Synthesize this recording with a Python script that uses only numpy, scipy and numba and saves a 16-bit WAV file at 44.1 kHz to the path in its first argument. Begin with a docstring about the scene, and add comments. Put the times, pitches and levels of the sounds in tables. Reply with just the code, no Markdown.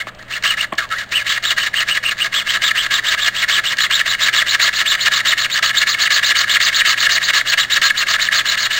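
"""In a small room, a plastic spiral push drill is pumped by hand, about four times a second, into clamped wood.
On every pull and push the nut rasps over the fine ridges of the shaft: uneven noise grains and gliding tones.
The zip follows its speed; squawk, chatter and groan join in, and the loose nut rattles at each turn.
Shaft, block and vice ring as a bank of resonances. Mains and fan hum as wavering sines over shaped air noise."""
import sys
import numpy as np
from scipy import signal
from scipy.fft import rfft, irfft, next_fast_len
from scipy.io import wavfile
from scipy.ndimage import uniform_filter1d, minimum_filter1d
from numba import njit

SR = 44100
rng = np.random.default_rng(int(sys.argv[2]) if len(sys.argv) > 2 else 0)


def wav_record(signal):
    """Record a signal, one row per channel, as 16-bit PCM in the file named by sys.argv[1]."""
    frames = np.transpose(np.atleast_2d(signal))
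    bounded = np.clip(frames, -1, 1)
    # unit amplitude maps onto the largest positive 16-bit level
    quanta = np.round(bounded * 32767).astype(np.int16)
    wavfile.write(sys.argv[1], SR, quanta)


N = 387638
TIME = np.arange(N) / SR
FREQ = np.arange(N // 2 + 1) * SR / N + 1e-6
RATE_HZ = 11025  # low sample rate of the recorder; the air noise ends at half of it

# hand strokes, pull and push in turn: start_s, end_s, top_ridge_rate_hz, level_db (drive into the body),
# lean_db (how much harder it ends than it starts)
STROKES = [(0.0, 0.028, 2150, -24, -15), (0.071, 0.094, 1446, -29, 4), (0.188, 0.231, 1936, -35, -7),
           (0.307, 0.38, 2720, -22, -0.5), (0.435, 0.547, 3100, -17.5, -6), (0.573, 0.649, 2756, -19, 1.5),
           (0.78, 0.853, 1590, -21, -12), (0.907, 1.04, 1880, -21.5, -0.5), (1.111, 1.224, 2907, -20, 1),
           (1.259, 1.379, 3436, -16.5, 1.5), (1.426, 1.53, 3870, -17, -2),
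           (1.574, 1.682, 2940, -17.5, -1.5), (1.736, 1.832, 2996, -17.5, 2),
           (1.872, 1.982, 2910, -17.5, 6.5), (2.029, 2.13, 2840, -17, -4.5), (2.183, 2.272, 2870, -17, 0.5),
           (2.325, 2.424, 3390, -18, -3), (2.461, 2.571, 3165, -18.5, 2.5),
           (2.615, 2.718, 3750, -15.0, -4.5), (2.754, 2.866, 3210, -17, 1.5), (2.908, 2.996, 3736, -15, 0),
           (3.041, 3.149, 3620, -17.0, 3), (3.18, 3.29, 3690, -16, 3), (3.34, 3.446, 3460, -17, 7),
           (3.483, 3.597, 3437, -16.0, -2.5), (3.638, 3.737, 3460, -17.0, 2.5),
           (3.782, 3.872, 4050, -15.5, -1.5), (3.902, 4.017, 3730, -16.5, 2),
           (4.055, 4.156, 4000, -15.5, -5), (4.19, 4.295, 3836, -15.5, 3), (4.326, 4.426, 3835, -15, -0.5),
           (4.463, 4.559, 4104, -15.5, 3), (4.596, 4.693, 4470, -12.5, -7.5),
           (4.727, 4.829, 4280, -15, 3.5), (4.851, 4.954, 4040, -16, 5), (4.987, 5.082, 4260, -14.5, 7),
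           (5.115, 5.21, 4050, -13.5, -1), (5.251, 5.337, 3980, -14, 3), (5.372, 5.464, 4300, -15.0, 2),
           (5.494, 5.592, 4230, -15.5, 5.5), (5.624, 5.713, 4430, -15.5, -4),
           (5.745, 5.838, 3960, -14, 3.5), (5.865, 5.953, 4660, -15, -7), (5.986, 6.079, 4480, -14, 7.5),
           (6.101, 6.197, 4580, -14, -3), (6.226, 6.324, 4590, -15.0, 8), (6.35, 6.444, 4630, -15.5, -5),
           (6.477, 6.574, 3825, -15, 11), (6.6, 6.7, 4660, -14, -7), (6.724, 6.821, 4240, -15, 7.5),
           (6.851, 6.944, 4830, -12.5, -7), (6.972, 7.071, 4340, -14.5, 6.5),
           (7.092, 7.183, 4852, -12.5, -3), (7.214, 7.31, 4517, -14, 7), (7.333, 7.415, 4487, -12.5, -7),
           (7.461, 7.544, 4610, -15.5, 4.5), (7.575, 7.652, 3800, -15, -7.5),
           (7.697, 7.781, 4030, -15.5, 6.5), (7.817, 7.91, 4380, -12.5, -7.5),
           (7.956, 8.037, 4320, -15.5, 2.5), (8.064, 8.163, 4770, -15, -2.5),
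           (8.192, 8.288, 4455, -16.5, 0), (8.316, 8.416, 4510, -14.5, 0.5), (8.452, 8.553, 4165, -18, 3),
           (8.572, 8.672, 4800, -15.5, 5.5), (8.703, 8.797, 4220, -16.5, -4.5)]


def drill():
    """Rasp, zip, squawk, groan, chatter and catches all drive the same body."""
    # modes of shaft, block and vice: pitch_hz, width_hz, level_db
    body_modes = [(378, 76, -18.5), (536.4, 35, -14), (664.5, 70, -9), (839, 74, -16), (990, 90, -9),
                  (1109, 80, -3), (1230, 72, 0.5), (1310, 51, 3), (1398, 70, 1), (1636.5, 89.4, 10.5),
                  (1753, 121.7, 10.5), (1897, 119, 8), (2180, 166, 4), (2419, 106, 0.5), (2890, 263, 4),
                  (3372, 75, 4.5), (3512, 130, 3), (3840, 180, 5), (4212, 145, 5.5), (4613, 290, 2.27),
                  (5420, 440, 1)]
    rate, pulling = ridge_rate()
    rasp_db, zip_db, squawk_db = pressure()
    grip = slips(per_s=130, decay_s=0.0057, steady=.25)
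    force = rasp(rate, rasp_db, grip) + zip_tone(rate, zip_db, grip)
    force += squawk(rate, squawk_db, grip) + groan(rate, rasp_db)
    force += chatter(rate, pulling, rasp_db, grip) + catches()
    return ring(force, body_modes)


def rasp(rate, level_db, grip):
    """Tiny impacts on the ridges: soft and dull in slow sliding, short and bright in fast."""
    ticks = grip * grains(per_s=4000, spread_db=3)
    soft = signal.sosfilt(signal.butter(1, 2400, fs=SR, output="sos"), ticks)
    bright = ticks - 0.31 * soft
    sharp = np.clip((rate - 450) / 2850, 0, 1)
    return undb(level_db) * (sharp * bright + (1 - sharp) * soft)


def zip_tone(rate, level_db, grip):
    """Evenly spaced ridges sing at the ridge rate; too slow a nut does not zip."""
    # hard pumping shakes the nut and smears the tone
    shake = np.interp(TIME, [1.5, 4.5], [.04, .068])
    fast_enough = np.clip((rate - 1400) / 1100, 0, 1)
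    return undb(level_db) * fast_enough * np.sqrt(grip) * ridge_tone(rate, shake)


def squawk(rate, level_db, grip):
    """Friction squawk: a noisy band that glides with the ridge rate."""
    return undb(level_db) * grip * scrape(rate, width_hz=920)


def chatter(rate, pulling, rasp_db, grip):
    """On the pull the tilted nut chatters at a quarter of the ridge rate, never below 1180 Hz."""
    centre_hz = np.maximum(rate * 0.25, 1180)
    return pulling * undb(rasp_db - 13) * grip * scrape(centre_hz, width_hz=300)


def groan(rate, rasp_db):
    """A lazy stroke groans on its ridges: the low gliding tone stands clear of the squawk."""
    slow_enough = np.clip((1640 - rate) / 200, 0, 1)
    return undb(rasp_db - 4) * slow_enough * ridge_tone(rate, jitter=0.0556)


def catches():
    """A tick as the nut takes up its slack in every pull, and catches in the groove here and there."""
    # the nut catches in the groove: time_s, level_db (before the common trim below)
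    groove_hits = [(0.1481, -21), (0.2254, -21), (0.2828, -21), (0.4244, -6), (0.4364, -2), (0.7334, -14),
                   (0.7524, -18), (0.8894, -19), (1.0904, -17.5), (1.266, -4), (2.0363, -3.5),
                   (2.0822, -15), (2.7591, -15), (2.9133, -18), (3.042, -9), (3.7693, -5), (3.7848, 0),
                   (4.346, 2.5), (4.7287, -6), (5.0734, 5), (5.4565, -2), (5.6261, 4.5), (5.8721, -10),
                   (7.3457, 1), (7.8156, 3), (8.4552, 0)]
    take_up_db = -5  # re the stroke
    take_ups = [(start + 0.0042, db + take_up_db) for start, _, _, db, _ in STROKES[::2]]
    return taps(take_ups, decay_s=.004) + undb(-9.5) * taps(groove_hits, decay_s=0.0022)


def ridge_rate(edge_hz=1650, edge_share=.63, skew=.9, sharpness=0.98):
    """The hand speeds up and slows down along a lopsided half sine: ridges per second, and how far it pulls."""
    # the hand drags unevenly through two lazy strokes after the knock; one curve each: time_s, ridge_rate_hz
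    lazy_curves = [
        [(0.779, 1750), (0.8, 1550), (0.82, 1220), (0.851, 1100)],
        [(0.907, 1450), (0.922, 1250), (0.955, 1600), (0.98, 2050), (1.043, 1450)],
    ]
    rate, pulling = np.full(N, float(edge_hz)), np.zeros(N)
    for k, (start, end, top_hz, _, _) in enumerate(STROKES):
        near = (TIME > start) & (TIME < end)
        way = (TIME[near] - start) / (end - start)
        arch = np.abs(np.sin(np.pi * way ** skew))
        slow_hz = min(edge_hz, edge_share * top_hz)
        rate[near] = slow_hz + (top_hz - slow_hz) * arch ** sharpness
        pulling[near] = arch * (k % 2 == 0)
    for curve in lazy_curves:
        s, hz = np.transpose(curve)
        near = (TIME > s[0]) & (TIME < s[-1])
        rate[near] = np.interp(TIME[near], s, hz)
    return rate, pulling


def pressure(turn_squawk_db=-6, zip_edge_db=-8, zip_floor_db=-35):
    """Levels of rasp, zip and squawk in dB; strokes share one shape, tipped by their lean and varied by chance."""
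    # the nut bears hardest as the hand speeds up and brakes: speeding_up_db, full_speed_db, braking_db re the stroke
    rasp_levels = (3, 0, 3)
    # the squawk, a row for pulls and one for pushes: speeding_up_db, full_speed_db, braking_db re the stroke
    squawk_levels = [(-3.5, -16, -2.5), (-4, -13, -3)]
    # the zip holds only near top speed; pull, then push: level_db re the stroke,
    # middle and half_length (shares of the stroke)
    zip_spans = [(-0.5, 0.49, 0.32), (0.5, 0.37, 0.19)]
    # a pull bites at once and brakes late, a push eases in and brakes early; pull, then push:
    # rise_s, braking (share of the stroke)
    manners = [(.007, 0.11), (.016, 0.2)]
    uneven_db = 1.67  # spread: no two strokes press alike
    # the slack nut rattles in each turn, re the stroke, less in a long pause
    turn_rattle_db, rattle_db_per_s = -14.5, -80
    # a faster stroke squawks more and zips less clearly, per octave of top speed above brisk_hz
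    brisk_hz, squawk_db_per_oct, zip_db_per_oct = 4030, 3, -4
    rasp_points, squawk_points, zip_db, last_end = [], [], np.full(N, -90.), -1
    chance = uneven_db * rng.standard_normal((len(STROKES), 7))
    for k, (start, end, top_hz, db, lean_db) in enumerate(STROKES):
        length, octaves = end - start, np.log2(top_hz / brisk_hz)
        rise_s, braking = manners[k % 2]
        effort = db + lean_db * np.array([-.5, 0, .5])
        rattle_db = db + turn_rattle_db + rattle_db_per_s * (start - last_end)
        rasp_points += turn_shape(last_end, start, rattle_db, rise_s)
        rasp_points += rasp_shape(start, length, effort + rasp_levels + chance[k, :3])

        brisk_db = squawk_db_per_oct * octaves
        turn_db = rattle_db + turn_squawk_db + brisk_db
        squawk_points += turn_shape(last_end, start, turn_db, rise_s, stop_db=-13, dip_db=0, go_db=5.5)
        levels = effort + brisk_db + squawk_levels[k % 2] + chance[k, 3:6]
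        squawk_points += squawk_shape(start, length, levels, braking)

        clear_db, middle, half = zip_spans[k % 2]
        near = (TIME > start) & (TIME < end)
        away = np.abs((TIME[near] - start) / length - middle) / half
        top_db = db + clear_db + zip_db_per_oct * max(octaves, -.5) + chance[k, 6]
        zip_db[near] = top_db + np.maximum(zip_edge_db * away ** 4, zip_floor_db)
        last_end = end
    rasp_db = np.interp(TIME, *np.transpose(rasp_points))
    squawk_db = np.interp(TIME, *np.transpose(squawk_points))
    return rasp_db, zip_db, squawk_db


def rasp_shape(start, length, levels, edge_db=-4, bite=.07, brake=0.86):
    """Points (s, dB): the rasp bites at once, holds through the stroke and lets go at the stop."""
    first, full, last = levels
    way = np.array([0, bite, .5, brake, 1])
    return list(zip(start + length * way, [first + edge_db, first, full, last, last + edge_db]))


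def squawk_shape(start, length, levels, braking, bite_db=-6, swell_db=-7):
    """Points (s, dB): the nut squawks as it starts, and again as braking presses it into the groove."""
    first, full, last = levels
    share = np.clip(braking, .06, .3)
    way = np.array([0, .03, .5, 1 - 1.5 * share, 1 - .7 * share, .97])
    return list(zip(start + length * way, [first + bite_db, first, full, last + swell_db, last, last]))


def turn_shape(end, start, db, rise_s, fall_s=.011, stop_db=-2, dip_db=-3, go_db=1):
    """Points (s, dB) between two strokes: the level falls after the stop, then leads into the next stroke."""
    gap = start - end
    stop = (end + min(fall_s, gap / 4), db + stop_db)
    dip = (end + gap / 2, db + dip_db)
    go = (start - min(rise_s, gap / 2), db + go_db)
    return [stop, dip, go]


def slips(per_s, decay_s, steady):
    """Stick and slip: the friction jumps at random moments and dies away; rms 1."""
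    jumps = (rng.random(N) < per_s / SR) * rng.uniform(0.21, 1.38, N)
    power = signal.lfilter([1], [1, -np.exp(-1 / (decay_s * SR))], jumps)
    return unit(np.sqrt(steady + power))


def ridge_tone(rate, jitter):
    """The nut ticks over evenly spaced ridges; its speed shakes and its pressure comes and goes; rms 1."""
    shaken_hz = rate * (1 + jitter * walk(450))
    phase = 2 * np.pi * np.cumsum(shaken_hz) / SR
    press_db = 2 * walk(50) + 2.5 * walk(300)
    return unit(np.sin(phase) * undb(press_db))


def scrape(hz, width_hz):
    """Uneven ticks that crowd closely round one moving rate; rms 1."""
    centre = np.clip(hz, 100, .4 * SR)
    once = sweep(grains(per_s=4000, spread_db=2.0), centre, float(width_hz))
    return unit(sweep(once, centre, float(width_hz)))


def grains(per_s, spread_db):
    """Random tiny impacts of uneven size, rms 1 in the lowest quarter of the band."""
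    hit = rng.random(N) < per_s / SR
    size = undb(spread_db * np.clip(rng.standard_normal(N), -2, 2))
    return 2 * unit(hit * size * rng.choice([-1, 1], N))


@njit
def sweep(x, hz, width):
    """Band-pass whose centre moves: a state-variable filter of constant width in Hz."""
    y, band, low = np.empty(len(x)), 0., 0.
    for i in range(len(x)):
        g, k = np.tan(np.pi * hz[i] / SR), width / hz[i]
        v = (band + g * (x[i] - low)) / (1 + g * (g + k))
        band, low, y[i] = 2 * v - band, low + 2 * g * v, k * v
    return y


def end_stop():
    """The nut hits its end stop: a dull knock that goes down through the bit into block and table."""
    # knocks, at times with a bounce: time_s, level_db (before the gain below)
    stop_hits = [(0.070, -30.5), (0.7228, -26), (0.7262, -20.5), (0.7412, -31), (7.347, -30)]
    # modes of the knock: pitch_hz, width_hz, level_db
    stop_modes = [(212, 69, -10.5), (330, 61, -7), (628, 71, 0), (836, 45, 0), (1094, 150, 0.5),
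                  (1960, 510, -6), (3200, 450, -13.5)]
    return undb(20.5) * ring(taps(stop_hits, decay_s=0.0021), stop_modes)


def taps(table, decay_s):
    """A sharp push with a short scrape after it for each (s, dB) row."""
    force = np.zeros(N)
    age = np.arange(SR // 50) / SR
    for s, db in table:
        push = 2.1 * rng.standard_normal(len(age)) * np.exp(-age / decay_s)
        push[0] = 6
        start = int(s * SR)
        force[start:start + len(age)] += undb(db) * push
    return force


def ring(x, modes):
    """Sound through a set of resonances; neighbouring modes move in opposite senses."""
    size = next_fast_len(N + SR // 10)
    freq = np.arange(size // 2 + 1) * SR / size + 1e-6
    response = 0
    for k, (hz, width, db) in enumerate(modes):
        response = response + (-1) ** k * undb(db) / (1 + 1j * (freq ** 2 - hz ** 2) / (freq * width))
    return irfft(rfft(x, size) * response, size)[:N]


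def reflections(x, t60_s, wet_db):
    """Short diffuse tail of the small room: decaying noise after a 4 ms gap."""
    age = np.arange(SR // 2) / SR
    tail = rng.standard_normal(len(age)) * undb(-60 * age / t60_s) * (age > .004)
    return undb(wet_db) * signal.fftconvolve(x, tail / np.linalg.norm(tail))[:N]


def room():
    """Steady air noise with slightly wavering hum lines."""
    # hum of mains and fan: pitch_hz, level_db (rms)
    hum_lines = [(59.6, -58.5), (118.4, -49.5), (195.3, -55)]
    # colour of the air noise: pitch_hz, level_db (per Hz, relative)
    air_colour = [(20, 2), (40, -1.5), (80, -3), (150, -4), (210, -3.5), (270, -7), (340, -7.5),
                  (470, -8.5), (620, -1), (780, -8), (1500, -9), (3000, -10.5), (5500, -30.5)]
    air_db = -41.5  # rms
    hz, db = np.transpose(air_colour)
    shape = undb(np.interp(np.log(FREQ), np.log(hz), db)) * (FREQ < RATE_HZ / 2)
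    sound = undb(air_db) * unit(irfft(rfft(rng.standard_normal(N)) * shape, N))
    for line_hz, line_db in hum_lines:
        phase = 2 * np.pi * np.cumsum(line_hz + 0.43 * walk(2)) / SR
        sound += undb(line_db) * unit(np.sin(phase))
    return sound


def walk(rate_hz):
    """Smooth, bounded chance of spread about 1 that changes about rate_hz times a second."""
    slow = irfft(rfft(rng.standard_normal(N)) / (1 + (FREQ / rate_hz) ** 4), N)
    return np.clip(unit(slow), -2, 2)


def undb(db):
    """Decibels to gain."""
    return 10 ** (np.asarray(db) / 20)


def unit(x):
    """Scale to rms 1."""
    return x / np.sqrt(np.mean(x ** 2))


def scene():
    """Drill and knocks, with their reflections, in the humming room."""
    tool = drill() + end_stop()
    return (tool + reflections(tool, t60_s=0.23, wet_db=-17.0) + room())[None]


def record(dry):
    """A limiter, then a low sample rate: straight lines join the samples and mirror the rasp faintly into the treble."""
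    top_hz = 16200
    step, hold = SR // RATE_HZ, SR // 200
    peak_gain = 1 / np.maximum(np.abs(dry[0]), 1)
    gain = uniform_filter1d(minimum_filter1d(peak_gain, hold), hold)
    samples = signal.resample_poly(dry[0] * gain, 1, step)
    joined = np.interp(np.arange(N), np.arange(len(samples)) * step, samples)
    return signal.sosfilt(signal.ellip(10, .1, 70, top_hz, fs=SR, output="sos"), joined)[None]


dry = scene()
out = record(dry)
wav_record(out)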